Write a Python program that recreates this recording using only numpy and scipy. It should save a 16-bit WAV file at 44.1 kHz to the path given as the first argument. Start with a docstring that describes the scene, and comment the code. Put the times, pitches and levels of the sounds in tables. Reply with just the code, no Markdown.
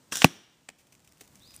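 """Air gun shot in a wooded clearing

Air hisses out in spurts of shaped noise, then come a sharp N-shaped snap and a noisy crack, led by a step of
pressure; its low thump overloads the microphone. Trunks scatter the shot into a short bright tail of decaying noise.
Afterwards the gun clicks as it is handled (ticks and damped modes), dry litter crackles underfoot (noise bursts),
a grainy treble hiss of random ticks fades in, and a distant bird gives one rising whistle (a gliding sine)
over quiet forest air.
"""
import sys
import numpy as np
from scipy import signal
from scipy.fft import rfft, irfft
from scipy.io import wavfile
from scipy.ndimage import uniform_filter1d

SR = 44100
rng = np.random.default_rng(int(sys.argv[2]) if len(sys.argv) > 2 else 0)


def unload_audio(sound):
    """Save the sound as a 16-bit wav file, at the path given as the first command line argument."""
    columns = np.transpose(np.atleast_2d(sound))
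    # keep every value between -1 and 1, then stretch to whole-number steps
    steps = np.round(np.clip(columns, -1, 1) * 32767)
    wavfile.write(sys.argv[1], SR, steps.astype(np.int16))


N = 70560
T = np.arange(N) / SR  # time axis, s

# Every "colour" below is a noise or pulse spectrum; only its shape counts, its level is set apart.

# Colour of the quiet forest air: freq_hz, density_db (dB per Hz)
AIR_COLOUR = [(25, -14.5), (60, -4.5), (140, 0.5), (250, -2.5), (400, -8), (1000, -12), (2500, -18.5),
              (4500, -18.5), (8000, -17), (10000, -23), (15000, -25.5)]
AIR_DB = -64

# Spurts of escaping air: start_s, level_db, decay_s, throat_db (dB relative to the spurt)
AIR_SPURTS = [(0.1216, -33.5, .011, 4), (0.1548, -24, 0.0033, -14.5), (.169, -29.5, 0.0056, -21)]
# Colour of the air jet: freq_hz, density_db (dB per Hz)
JET_COLOUR = [(100, -15.5), (500, -12.5), (1100, -13), (1650, -1.5), (2200, -14), (3400, 2), (4400, -8),
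              (5750, 3.5), (6500, -2.5), (7200, 0.5), (8300, -4), (10000, -5), (12000, -14), (15000, -10.5)]
# Colour of the throaty part of the jet: freq_hz, density_db (dB per Hz)
THROAT_COLOUR = [(60, -9), (150, 5), (400, -2.5), (750, -10), (1150, 4.5), (1380, -6.5), (1700, 5),
                 (2100, -11), (2700, -1), (5000, -24.5), (10000, -10.5), (15000, -30)]
JET_START_S, JET_END_S, JET_RISE_S, JET_RELEASE_S = 0.113, 0.245, 0.016, 0.012
JET_DB, JET_FLUTTER_DB = -37, 1

# Colour of the scatter from the ground, for snap and crack: freq_hz, density_db (dB per Hz)
GROUND_COLOUR = [(100, -12.5), (700, -5), (2000, 1), (4000, -7), (8000, -9), (15000, -23)]
SNAP_S, SNAP_HZ, SNAP_DB = 0.2198, 2300, -6.5
SNAP_SCATTER_DB, SNAP_SCATTER_S = -21.5, 0.0084

# Colour of the turbulent crack: freq_hz, density_db (dB per Hz)
CRACK_COLOUR = [(100, -16.5), (700, -11.5), (1400, -12.5), (1800, -1.5), (2700, 2.5), (4400, -7.5),
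                (5600, -2), (6600, -10.5), (10000, -10.5), (14500, -7.5)]
# Damped modes struck by the crack: freq_hz, level_db, t60_s
CRACK_MODES = [(1870, -0.5, .004), (2700, 8, .0022), (5550, -1.5, .0045)]
CRACK_S, CRACK_HOLD_S, CRACK_DECAY_S, CRACK_DB = 0.2442, 0.0016, 0.0005, -2.5
FRONT_DB, FRONT_DECAY_S = -2.5, 0.0009  # the step of pressure that leads the crack
SPLASH_DB, SPLASH_DECAY_S = -19.5, 0.01  # scatter from the ground nearby

# Colour of the thump's pressure pulse: freq_hz, density_db (dB per Hz)
THUMP_COLOUR = [(30, -25), (65, -11.5), (100, -1.5), (165, 4.5), (230, -2.5), (350, -8), (400, -10),
                (480, -4), (760, -2.5), (1150, -6.5), (1400, -25.5), (3000, -43.5), (8000, -61)]
# Damped modes of the thump: freq_hz, level_db, t60_s
THUMP_MODES = [(113, -17.5, .04), (269.4, -13.5, 0.065), (345, -22.5, 0.079), (520, -4.5, 0.0063),
               (900, -7, 0.0027)]
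THUMP_S, THUMP_DB = 0.2459, 5.5

# Colour of the echo from the trunks: freq_hz, density_db (dB per Hz)
WOOD_COLOUR = [(50, -5.5), (150, 8), (320, 13), (500, -1.5), (1200, -5), (2200, -5.5), (3400, -1),
               (4400, -8), (5200, -6), (5750, 2), (6500, -8), (10000, -12), (14000, -16.5)]
# Decay of that echo: freq_hz, t60_s
WOOD_DECAY = [(100, .5), (300, .48), (1000, 0.84), (3000, 1), (6000, 0.53), (14000, .5)]
WOOD_DB, WOOD_ONSET_S = -23.5, 0.0061
CRACK_TO_WOOD_DB, KNOCK_TO_WOOD_DB = 17, 3  # how strongly crack and knocks reach the trunks

# Knocks of the handled gun: start_s, level_db, body_db (dB relative to the tick), decay_s
GUN_KNOCKS = [(0.6867, -35, -17, 0.0011), (.6895, -30, -4.5, 0.0019), (0.7, -46.5, -5.5, 0.0037)]
# Colour of the hard tick: freq_hz, density_db (dB per Hz)
TICK_COLOUR = [(300, -34), (1300, -16), (1850, -1), (2600, 3), (3200, -10), (6000, -9), (8000, -7),
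               (10000, -14), (13000, -28)]
# Colour of the low hollow body: freq_hz, density_db (dB per Hz)
BODY_COLOUR = [(60, -12), (150, -1.5), (380, -15), (520, -0.5), (750, -1.5), (1050, -9), (2000, -53),
               (8000, -26)]
# Damped modes of each knock: freq_hz, level_db (dB relative to the knock), t60_s
KNOCK_MODES = [(1850, -12, .016), (2570, -6, .02)]

# Crackles of twigs and leaves: start_s, level_db, decay_s
LITTER_CRACKLES = [(0.785, -57, 0.033), (0.869, -56.5, 0.0051), (0.9237, -50, 0.0085), (0.951, -48, 0.0025),
                   (1.0459, -54.5, 0.0055), (1.075, -56, 0.0066), (1.122, -51, 0.0015),
                   (1.2085, -44.5, 0.0084), (1.356, -48.5, 0.003), (1.507, -46, .002), (1.538, -54, .016)]
# Colour shared by the crackles and the treble grain: freq_hz, density_db (dB per Hz)
CRISP_COLOUR = [(150, 9.5), (700, -3.5), (1500, -4), (2600, 5), (4200, -3), (6000, 3), (9000, 0.5),
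                (14000, -3)]
TREBLE_GRAIN_START_S, TREBLE_GRAIN_PER_S = 0.897, 290
TREBLE_GRAIN_DB, TREBLE_GRAIN_SPREAD_DB = -67.5, 12
# Colour of the dull shuffle: freq_hz, density_db (dB per Hz)
SHUFFLE_COLOUR = [(30, -4), (90, -1), (200, -4.5), (500, -23), (1500, -25.5), (6000, -23.5)]
SHUFFLE_START_S, SHUFFLE_RISE_S, SHUFFLE_DB = 1.04, 0.45, -61.5

# Colour of the footfall on soil: freq_hz, density_db (dB per Hz)
STEP_COLOUR = [(60, 3), (200, -9), (350, 7), (550, -1.5), (1200, -19), (3000, -10), (8000, -14.5)]
STEP_S, STEP_DB, STEP_DECAY_S = 1.2115, -47, 0.0095
# Crisp scuffs of dry leaves: start_s, level_db, decay_s
LEAF_SCUFFS = [(1.545, -49, 0.01), (1.5636, -37.5, 0.0011)]
# Colour of the scuffs: freq_hz, density_db (dB per Hz)
SCUFF_COLOUR = [(500, -23), (3000, -12.5), (6000, -5.5), (8500, 8), (14000, -2.5)]

BIRD_S, BIRD_RISE_S, BIRD_HOLD_S = 1.40, 0.078, 0.032
BIRD_FROM_HZ, BIRD_TO_HZ = 3300, 4950
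BIRD_DB, BIRD_ECHO_DB = -62.5, 2  # echo relative to the call

RUMBLE_CUT_HZ, TOP_HZ = 50, 15200
NOTCH_HZ, NOTCH_WIDTH_HZ = 11320, 830
AGC_TOP_DB, AGC_SLOPE = -23, 0.3  # dB of ducking per dB above the top
AGC_ATTACK_S, AGC_RELEASE_S = 0.15, 0.36


def undb(db):
    """Decibels to gain."""
    return 10 ** (np.asarray(db) / 20)


def unit(x):
    """Scale to an rms of 1."""
    return x / np.sqrt(np.mean(x ** 2))


def read(points, hz):
    """Read (Hz, value) points on a log-frequency axis."""
    p = np.array(points, float)
    return np.interp(np.log(np.maximum(hz, 1)), np.log(p[:, 0]), p[:, 1])


def noise(colour):
    """Noise of the given colour, rms 1."""
    gain = undb(read(colour, np.fft.rfftfreq(N, 1 / SR)))
    return unit(irfft(rfft(rng.standard_normal(N)) * gain, N))


def drift(rate):
    """Smoothed random steps, rate of them per second, rms near 1."""
    k = int(SR / rate)
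    steps = np.repeat(rng.standard_normal(N // k + 1), k)
    return unit(uniform_filter1d(steps, k)[:N])


def fade_in(start, rise):
    """Straight rise from 0 to 1."""
    return np.clip((T - start) / rise, 0, 1)


def burst(start, decay, hold=0, rise=.0001):
    """Envelope: rise, hold (counted from the start), exponential fall."""
    return fade_in(start, rise) * np.exp(-np.maximum(T - start - hold, 0) / decay)


def ring(start, modes):
    """Damped sine modes struck at one moment."""
    age = np.maximum(T - start, 0)
    return sum(undb(db) * np.sin(2 * np.pi * hz * age) * np.exp(-np.log(1000) * age / t60)
               for hz, db, t60 in modes)


def impulse(colour):
    """A single causal (minimum-phase) pressure pulse of the given colour, peak 1."""
    cepstrum = irfft(np.log(undb(read(colour, np.fft.rfftfreq(N, 1 / SR)))), N)
    # folding the cepstrum onto positive time makes the pulse causal
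    cepstrum[1:N // 2] *= 2
    cepstrum[N // 2 + 1:] = 0
    pulse = irfft(np.exp(rfft(cepstrum)), N)
    return pulse / np.abs(pulse).max()


def forest_air():
    """Quiet coloured noise whose level drifts slightly."""
    return undb(AIR_DB + .7 * drift(12)) * noise(AIR_COLOUR)


def jet():
    """Air escapes in a fluttering turbulent hiss with spurts; the first spurt is throaty."""
    hiss = undb(JET_DB) * burst(JET_START_S, JET_RELEASE_S, JET_END_S - JET_START_S, JET_RISE_S)
    throat = 0
    for start, db, decay, throat_db in AIR_SPURTS:
        spurt = undb(db) * burst(start, decay, rise=.001)
        hiss = hiss + spurt
        throat = throat + spurt * undb(throat_db)
    return (hiss * noise(JET_COLOUR) + throat * noise(THROAT_COLOUR)) * undb(JET_FLUTTER_DB * drift(400))


def trunks(x):
    """Echo from many trunks: diffuse noise with its own decay in every octave, convolved with x."""
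    spectrum, hz = rfft(noise(WOOD_COLOUR)), np.fft.rfftfreq(N, 1 / SR)
    centres = 2. ** np.arange(6, 15)  # octaves from 64 to 16384 Hz
    echo = 0
    for centre, pick in zip(centres, np.eye(len(centres))):
        # overlapping triangular bands that add up to the whole spectrum
        band = irfft(spectrum * read(np.c_[centres, pick], hz), N)
        echo = echo + band * np.exp(-np.log(1000) * T / read(WOOD_DECAY, centre))
    echo = echo * np.minimum(T / WOOD_ONSET_S, 1)
    return signal.fftconvolve(x, echo / np.sqrt(np.sum(echo ** 2)))[:N]


def snap():
    """One N-shaped pressure wave and its noisy scatter from the ground."""
    u = 2 * np.pi * SNAP_HZ * (T - SNAP_S)
    wave = -u * np.exp((1 - u ** 2) / 2)
    scatter = burst(SNAP_S, SNAP_SCATTER_S) * noise(GROUND_COLOUR)
    return undb(SNAP_DB) * wave + undb(SNAP_SCATTER_DB) * scatter


def blast():
    """A pressure step that rings for an instant, a turbulent crack, then a low thump that dies quickly."""
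    front = undb(FRONT_DB) * burst(CRACK_S, FRONT_DECAY_S) + ring(CRACK_S, CRACK_MODES)
    crack = undb(CRACK_DB) * burst(CRACK_S, CRACK_DECAY_S, CRACK_HOLD_S) * noise(CRACK_COLOUR)
    splash = undb(SPLASH_DB) * burst(CRACK_S, SPLASH_DECAY_S) * noise(GROUND_COLOUR)
    pulse = np.interp(T - THUMP_S, T, impulse(THUMP_COLOUR), left=0)  # moved to the thump's moment
    thump = undb(THUMP_DB) * pulse + ring(THUMP_S, THUMP_MODES)
    return front + crack + splash - thump  # the thump is added upside down


def handling():
    """Dry knocks of the gun: a hard tick and a short ring over a hollow body."""
    tick, body = noise(TICK_COLOUR), noise(BODY_COLOUR)
    knocks = 0
    for start, db, body_db, decay in GUN_KNOCKS:
        strike = burst(start, decay) * (tick + undb(body_db) * body)
        knocks = knocks + undb(db) * (strike + ring(start, KNOCK_MODES))
    return knocks


def litter():
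    """Envelope of twigs and leaves that crackle underfoot: sudden bursts of uneven level."""
    crackles = sum(undb(db) * burst(start, decay) for start, db, decay in LITTER_CRACKLES)
    return crackles * undb(2.0 * drift(700))


def treble_grain():
    """Envelope of a dense, grainy treble hiss that fades in: random ticks of uneven level."""
    tick_gain = undb(TREBLE_GRAIN_SPREAD_DB * np.minimum(rng.exponential(size=N), 2))
    ticks = (rng.random(N) < TREBLE_GRAIN_PER_S / SR) * tick_gain
    grain = undb(TREBLE_GRAIN_DB) * unit(signal.fftconvolve(ticks, burst(0, 0.00083))[:N])
    return grain * fade_in(TREBLE_GRAIN_START_S, 0.045)


def shuffle():
    """A dull shuffle: low noise that swells slowly."""
    return undb(SHUFFLE_DB) * fade_in(SHUFFLE_START_S, SHUFFLE_RISE_S) * noise(SHUFFLE_COLOUR)


def feet():
    """A soft footfall, then a shoe scuffs dry leaves: short bursts of coloured noise."""
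    step = undb(STEP_DB) * burst(STEP_S, STEP_DECAY_S) * noise(STEP_COLOUR)
    scuffs = sum(undb(db) * burst(start, decay) for start, db, decay in LEAF_SCUFFS)
    return step + scuffs * noise(SCUFF_COLOUR)


def bird():
    """A distant whistle, a slightly wavering sine, slides up, holds, and lingers between the trees."""
    rise = fade_in(BIRD_S, BIRD_RISE_S)
    glide_hz = BIRD_FROM_HZ + (BIRD_TO_HZ - BIRD_FROM_HZ) * rise ** 1.2
    pitch_hz = glide_hz * (1 + 0.011 * drift(500))
    tone = np.sqrt(2) * np.sin(2 * np.pi * np.cumsum(pitch_hz) / SR)  # rms 1
    call = undb(BIRD_DB) * tone * burst(BIRD_S, 0.017, BIRD_RISE_S + BIRD_HOLD_S, 0.022)
    return call + undb(BIRD_ECHO_DB) * trunks(call)


def scene():
    """The shot and its echo, the small sounds after it, and the forest air."""
    gun, knocks = jet() + snap(), handling()
    # among the trees the crack is one clean pulse
    far_crack = undb(CRACK_TO_WOOD_DB) * (np.arange(N) == int(CRACK_S * SR))
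    echo = undb(WOOD_DB) * trunks(gun + far_crack + undb(KNOCK_TO_WOOD_DB) * knocks)
    shot = gun + blast() + knocks + echo
    # crackles and treble grain shape one and the same noise
    crisp_level = litter() + treble_grain()
    dull = shuffle()
    crisp = crisp_level * noise(CRISP_COLOUR)
    return (shot + (crisp + dull) + feet() + bird() + forest_air())[None]


def record(dry):
    """The microphone cuts rumble, overloads and has a treble notch; gain control ducks, then recovers slowly."""
    rumble_cut = signal.butter(2, RUMBLE_CUT_HZ, "high", fs=SR, output="sos")
    x = np.tanh(signal.sosfilt(rumble_cut, dry[0]))  # soft overload
    # peak follower: jumps up at once, falls exponentially
    fall = T / AGC_RELEASE_S
    peak = np.exp(np.maximum.accumulate(np.log(np.abs(x) + 1e-9) + fall) - fall)
    duck_db = AGC_SLOPE * np.maximum(20 * np.log10(peak) - AGC_TOP_DB, 0)
    k = np.exp(-1 / (AGC_ATTACK_S * SR))
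    x = x * undb(-signal.lfilter([1 - k], [1, -k], duck_db))
    b, a = signal.iirnotch(NOTCH_HZ, NOTCH_HZ / NOTCH_WIDTH_HZ, SR)
    notched = signal.lfilter(b, a, signal.lfilter(b, a, x))
    x = notched * 1.012 + x * 0.12  # some sound passes beside the notch
    return signal.sosfilt(signal.ellip(8, .2, 60, TOP_HZ, fs=SR, output="sos"), x)[None]  # treble limit


dry = scene()
out = record(dry)
unload_audio(out)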